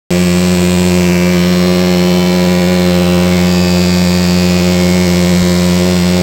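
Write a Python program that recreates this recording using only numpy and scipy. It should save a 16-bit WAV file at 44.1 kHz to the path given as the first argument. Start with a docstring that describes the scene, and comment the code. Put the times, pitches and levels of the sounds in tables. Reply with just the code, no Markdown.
"""A narrow street, just behind the barrel of a hand-carried pulse-jet fogging machine blowing smoke.
The tube fires about 89 times a second: its air column drones, and every firing sends a sharp shock
out of the nozzle that scatters off the machine and the ground. This rasp changes colour as the barrel
swings. The jet roars underneath, house fronts return a faint wash, and the beat stumbles once."""
import sys
import numpy as np
from scipy import signal
from scipy.fft import rfft, irfft
from scipy.io import wavfile
from scipy.ndimage import uniform_filter1d, map_coordinates

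SR = 44100
rng = np.random.default_rng(int(sys.argv[2]) if len(sys.argv) > 2 else 0)


def store_pcm(level_fs):
    """Save levels as 16-bit WAV."""
    pcm = np.round(np.clip(level_fs, -1, 1) * 32767).astype(np.int16)
    wavfile.write(sys.argv[1], SR, np.atleast_2d(pcm).T)


N = 274302
TIME = np.arange(N) / SR
START_S, STUMBLE_S = .1058, 5.423   # the sound cuts in; the beat stumbles


def from_db(db):
    """Decibels to gain."""
    return 10 ** (np.asarray(db) / 20)


def unit_rms(x):
    """Scale to unit power."""
    return x / np.sqrt(np.mean(x ** 2) + 1e-20)


def steady(x, size=3500):
    """Ride the gain to hold unit power, smoothed over about a dozen firings."""
    power = uniform_filter1d(uniform_filter1d(x ** 2, size), size)
    return x / np.sqrt(np.maximum(power, 1e-12))


def curves(rows):
    """Draw each column of a timed table as a curve over every sample."""
    seconds, *columns = np.transpose(rows)
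    return [np.interp(TIME, seconds, column) for column in columns]


def drift(rate_hz, hop=40, settle=2000):
    """A smooth random wander with spread 1, mostly slower than rate_hz."""
    pole = np.exp(-2 * np.pi * rate_hz * hop / SR)
    noise = rng.standard_normal(N // hop + settle + 2)
    slow = signal.lfilter([1], [1, -2 * pole, pole ** 2], noise)[settle:]
    return np.interp(np.arange(N) / hop, np.arange(len(slow)), unit_rms(slow))


def butter(x, hz, kind, order=2):
    """Butterworth filter."""
    return signal.sosfilt(signal.butter(order, hz, kind, fs=SR, output="sos"), x)


def equalise(x, points, size=4096):
    """Minimum-phase EQ through (Hz, dB) points: nothing rings ahead of an attack."""
    hz, db = np.transpose(points)
    grid_hz = np.maximum(np.fft.rfftfreq(size, 1 / SR), 1)
    gain = from_db(np.interp(np.log(grid_hz), np.log(hz), db))
    cepstrum = irfft(np.log(gain))
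    cepstrum[1:size // 2] *= 2
    cepstrum[size // 2 + 1:] = 0
    return signal.fftconvolve(x, irfft(np.exp(rfft(cepstrum))))[:N]


def resonance(x, hz, width_hz):
    """A two-pole resonance of gain 1."""
    r = np.exp(-np.pi * width_hz / SR)
    poles = [1, -2 * r * np.cos(2 * np.pi * hz / SR), r * r]
    return signal.lfilter([1, 0, -1], poles, x) * (1 - r * r) / 2


def street_wash(x, t60_s):
    """House fronts return a dull wash, starting 20 ms late."""
    t = np.arange(SR // 2) / SR
    tail = rng.standard_normal(len(t)) * from_db(-60 * t / t60_s) * (t > .02)
    tail /= np.sqrt(np.sum(tail ** 2))
    return butter(signal.fftconvolve(x, tail)[:N], 3500, "low")


# The tube's murmur. Each row: pitch in Hz, width in Hz, level in dB.
MURMUR_MODES = [(164.3, 28, -33.5), (345, 18.4, -33.5), (528.2, 24, -34), (684, 38, -37.5),
                (1047, 13.5, -46)]
# The tone of the jet's rumble. 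Each row: frequency in Hz, relative level in dB.
RUMBLE_EQ = [(25, -17), (55, -14), (100, 6.5), (170, -13.5), (260, 4.5), (400, 1.5), (600, 0.5),
             (900, -3.5), (1600, -10), (4000, -22)]


def jet_roar(rumble_db):
    """The jet's turbulence makes a broad rumble and stirs the tube's own modes."""
    noise = rng.standard_normal(N)
    murmur = sum(from_db(db) * unit_rms(butter(noise, [hz - width / 2, hz + width / 2], "band"))
                 for hz, width, db in MURMUR_MODES)
    rumble = unit_rms(equalise(rng.standard_normal(N), RUMBLE_EQ))
    return murmur + from_db(rumble_db) * rumble


def stumble_bump(peak_db):
    """The stumble comes with one dull push of pressure."""
    return from_db(peak_db) * np.exp(-((TIME - STUMBLE_S) / .0017) ** 2)


# The barrel swings out, then partway back. Each row: time in seconds, swing from 0 to 1.
BARREL_SWING = [(0.1, 0.05), (0.85, 0.04), (1.1, 0.16), (1.55, 0.42), (2.25, .38), (2.45, 0.51),
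                (3.2, 0.57), (3.55, 0.89), (4.05, 1), (4.5, 0.91), (5.0, .75), (6.2, 0.82)]


def facing(angle, reach):
    """1 when the barrel's swing is at the given angle, falling to 0 as it turns away."""
    swing, = curves(BARREL_SWING)
    return np.exp(-((swing - angle) / reach) ** 2)


# The engine's beat. Each row: time in seconds, firing rate in Hz.
FIRING_RATE = [(0.12, 89.3), (0.32, 88.54), (0.41, 89.47), (0.93, 89.69), (1.07, 88.7), (1.52, 89.1),
               (1.68, 90.4), (1.93, 89.5), (2.76, 89.84), (3.05, 88.74), (3.2, 89.36), (4.91, 89.35),
               (5.03, 90.7), (5.08, 88.83), (5.76, 88.8), (5.86, 90.1), (6.05, 88.9), (6.2, 90.4)]


def firing_cycles(jitter_cycles, stumble_cycles):
    """Running count of firings; each is a little early or late, and the tube pulls the beat back."""
    rate_hz, = curves(FIRING_RATE)
    cycles = np.cumsum(rate_hz) / SR
    slips = signal.lfilter([1, .25], [1, -.88], rng.normal(0, jitter_cycles, 700))
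    cycles += np.interp(cycles, np.arange(len(slips)), slips)
    cycles += stumble_cycles * np.clip((TIME - STUMBLE_S) / .0031 + .5, 0, 1)
    return cycles - cycles[int(START_S * SR)] % 1 + .5   # open midway between two firings


# The drone's low end, at the firing rate. Each row: time in seconds, level in dB.
FUNDAMENTAL_LEVEL = [(0.12, -22.5), (1.0, -19.5), (1.05, -22), (2.22, -25.5), (3.27, -20), (6.13, -20.5),
                     (6.2, -20)]
# The drone's edge, from the steepness of the wave. Each row: time in seconds, overtone drive in dB.
WAVE_STEEPNESS = [(0.12, -15), (0.24, -19), (0.9, -17), (1.59, -18), (1.64, -15), (2.2, -16), (3.3, -16),
                  (3.37, -17), (3.89, -17), (3.95, -20), (4.68, -16), (5.35, -17), (5.4, -24),
                  (5.44, -16.5), (5.79, -18.5), (5.83, -13), (6.03, -20), (6.2, -14.5)]
# The weaker overtones. Each row: multiple of the firing rate, relative level in dB.
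WEAK_PARTIALS = [(3, -20), (5, -17.5), (6, -13.5), (7, -18), (8, -30.5), (9, -25), (10, -42.5), (11, -30),
                 (14, -38)]


def tube_drone(cycles, flutter, overtone_flutter):
    """The air column flutters with the uneven burn; a steeper wave trades octave for overtones."""
    fundamental_db, = curves(FUNDAMENTAL_LEVEL)
    steep_db, = curves(WAVE_STEEPNESS)
    swing, = curves(BARREL_SWING)
    phase = 2 * np.pi * cycles
    fundamental = np.cos(phase + np.pi / 3) * (1 + flutter * drift(28))
    octave = np.cos(2 * phase) * (1 + flutter * drift(5.8))
    double_octave = np.cos(4 * phase) * (1 + overtone_flutter * drift(8.8))
    honk_db = 4 * facing(.56, reach=.15)   # the sixth partial stands out at one angle
    overtones = 0
    for k, db in WEAK_PARTIALS:
        lag = (k > 4) * (k * 2 * np.pi / 7 + np.pi)   # the higher ones dip together as the shock leaves
        wobble = 1 + overtone_flutter * (drift(36) + 1j * drift(33))
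        partial = np.real(wobble * np.exp(1j * (k * phase - lag)))
        overtones += from_db(db + honk_db * (k == 6)) * partial
    octave_db = -11 - .2 * (steep_db - steep_db.mean())
    return (from_db(fundamental_db) * unit_rms(fundamental)
            + from_db(octave_db) * unit_rms(octave)
            + from_db(steep_db - .5 - 3 * swing) * unit_rms(double_octave)
            + from_db(steep_db - 4) * unit_rms(overtones))


# The smear of reflections behind a shock. Each row: delay in seconds, relative level in dB.
SCATTER_DECAY = [(0, 5.5), (.0009, -1), (.0015, -6), (.0026, -0.5), (.0042, -4.5), (.007, -10.5),
                 (.011, -19), (.02, -30.5), (.04, -39)]


def scatter(x, patterns=14, size=4096):
    """Dense reflections melt from one pattern into the next as the machine is carried along."""
    delay_s, db = np.transpose(SCATTER_DECAY)
    decay = from_db(np.interp(np.arange(size) / SR, delay_s, db, right=-120))
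    place = TIME / TIME[-1] * (patterns - 1)
    scattered = np.zeros(N)
    for k in range(patterns):
        spectrum = rfft(rng.standard_normal(size) * decay)
        spectrum /= np.sqrt(uniform_filter1d(np.abs(spectrum) ** 2, size=11))   # even out the colour
        crossfade = np.cos(np.pi / 2 * np.clip(place - k, -1, 1))
        scattered += signal.oaconvolve(x * crossfade, irfft(spectrum))[:N]
    return scattered


def ground_echo(x, level_db):
    """The path off the ground stretches and shrinks with the carrier's walk, sweeping a comb filter."""
    lag_s = .0024 + .00018 * drift(.3)
    return x + from_db(level_db) * map_coordinates(x, [(TIME - lag_s) * SR], order=5)


# The rings between barrel, tank and ground. Each row: pitch in Hz, width in Hz, full boost in dB,
# best angle on the 0 to 1 swing, reach either side on the same scale.
BARREL_RINGS = [(2180, 110, 11, 0.72, 0.13), (2276, 330, 8.5, .25, 0.25), (2496, 144, 9.5, 0.94, 0.11),
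                (2630, 200, 10, 0.14, 0.13), (2726, 110, 5, .55, 0.089), (3000, 130, 10.5, .35, .08),
                (4190, 219, 8.5, 0.4, 0.29), (4320, 280, 7, 0.06, 0.034), (4680, 330, 10.5, 0.95, 0.12),
                (5400, 260, 7, 0.38, 0.071), (6976, 460, 5, 0.92, 0.1), (8170, 680, 7, 0, 0.074),
                (8100, 150, 2, 0.8, 0.038), (8340, 140, 8, 0.58, 0.067)]


def barrel_ringing(x):
    """Each resonance swells as the barrel nears its angle and fades as it swings on."""
    return x + sum((from_db(boost_db) - 1) * facing(angle, reach) * resonance(x, hz, width_hz)
                   for hz, width_hz, boost_db, angle, reach in BARREL_RINGS)


# The hiss of the spray behind each shock. Each row: frequency in Hz, relative level in dB.
SPRAY_EQ = [(800, -6.5), (2500, -4.5), (5000, -2), (8000, 0.5), (12000, 3)]


def shocks(cycles, delay_cycles, spread_db, spray_db, decay_cycles, spray_floor):
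    """A steep front just after each pressure peak, trailed by a dying puff of turbulent spray."""
    due_cycles = np.arange(1, int(cycles[-1]) + 1) + delay_cycles
    onsets = np.round(np.interp(due_cycles, cycles, np.arange(N))).astype(int)
    clicks = np.zeros(N)
    clicks[onsets] = from_db(rng.normal(0, spread_db, len(onsets)))
    age_cycles = (cycles - delay_cycles) % 1
    outflow = np.exp(-age_cycles / decay_cycles) + spray_floor
    spray = unit_rms(outflow * equalise(rng.standard_normal(N), SPRAY_EQ))
    return unit_rms(scatter(clicks)) + from_db(spray_db) * spray


# The tone of a shock before it is split into bands. Each row: frequency in Hz, gain in dB.
SHOCK_EQ = [(450, -31.5), (700, -5.5), (1000, 2.5), (1350, -3.5), (1750, 0.5), (2300, 1.5), (2900, 2.5),
            (3500, 4.5), (5200, -1), (6100, -11.5), (8000, -8.5), (9500, -29.5), (11000, -1.5), (15700, 6)]
# Fader moves as the barrel swings. 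Each row: time in seconds, then bark, bite and sizzle in dB,
# each ahead of its band's trim.
RASP_FADERS = [(0.12, -27.5, -23.5, -29), (0.9, -27.5, -23.5, -28), (1.22, -25, -23, -31.5),
               (3.12, -26, -22.5, -33.5), (3.2, -24.5, -23, -33), (3.75, -26.5, -21, -29.5),
               (5.75, -27.5, -23, -29), (6.1, -27.5, -22.5, -30.5)]


def nozzle_rasp(fronts):
    """The shocks run into a rasp; the nozzle beams its treble, so the balance shifts with its aim."""
    bark_db, bite_db, sizzle_db = curves(RASP_FADERS)
    rasp = barrel_ringing(equalise(fronts, SHOCK_EQ))
    bark = from_db(bark_db - .5) * steady(butter(rasp, 1750, "low", order=5))
    bite = from_db(bite_db - 2.5) * steady(butter(rasp, [1900, 5700], "band", order=4))
    sizzle = from_db(sizzle_db + 1.46) * steady(butter(rasp, [5700, 9500], "band", order=4))
    air = from_db(-33) * steady(butter(rasp, 9700, "high", order=5))
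    return bark + bite + sizzle + air


def scene():
    """Rasp and drone share one beat, over the jet's roar and the street's faint wash, in mono."""
    cycles = firing_cycles(jitter_cycles=.0085, stumble_cycles=.04)
    fronts = shocks(cycles, delay_cycles=.125, spread_db=.3,
                    spray_db=-4.5, decay_cycles=.2, spray_floor=.11)
    rasp = nozzle_rasp(ground_echo(fronts, level_db=-13.5))
    drone = tube_drone(cycles, flutter=.04, overtone_flutter=.064)
    roar = jet_roar(rumble_db=-28.5)
    wash = from_db(-31) * street_wash(rasp, t60_s=.33)
    return (wash + roar + stumble_bump(peak_db=-14) + drone + rasp)[None]


def record(dry):
    """The sound cuts in abruptly; peaks clip at full scale and the top is cut above 15.9 kHz."""
    clipped = np.clip(dry * (TIME >= START_S), -1, 1)
    return signal.sosfilt(signal.ellip(12, .1, 90, 15900, fs=SR, output="sos"), clipped)


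dry = scene()
out = record(dry)
store_pcm(out)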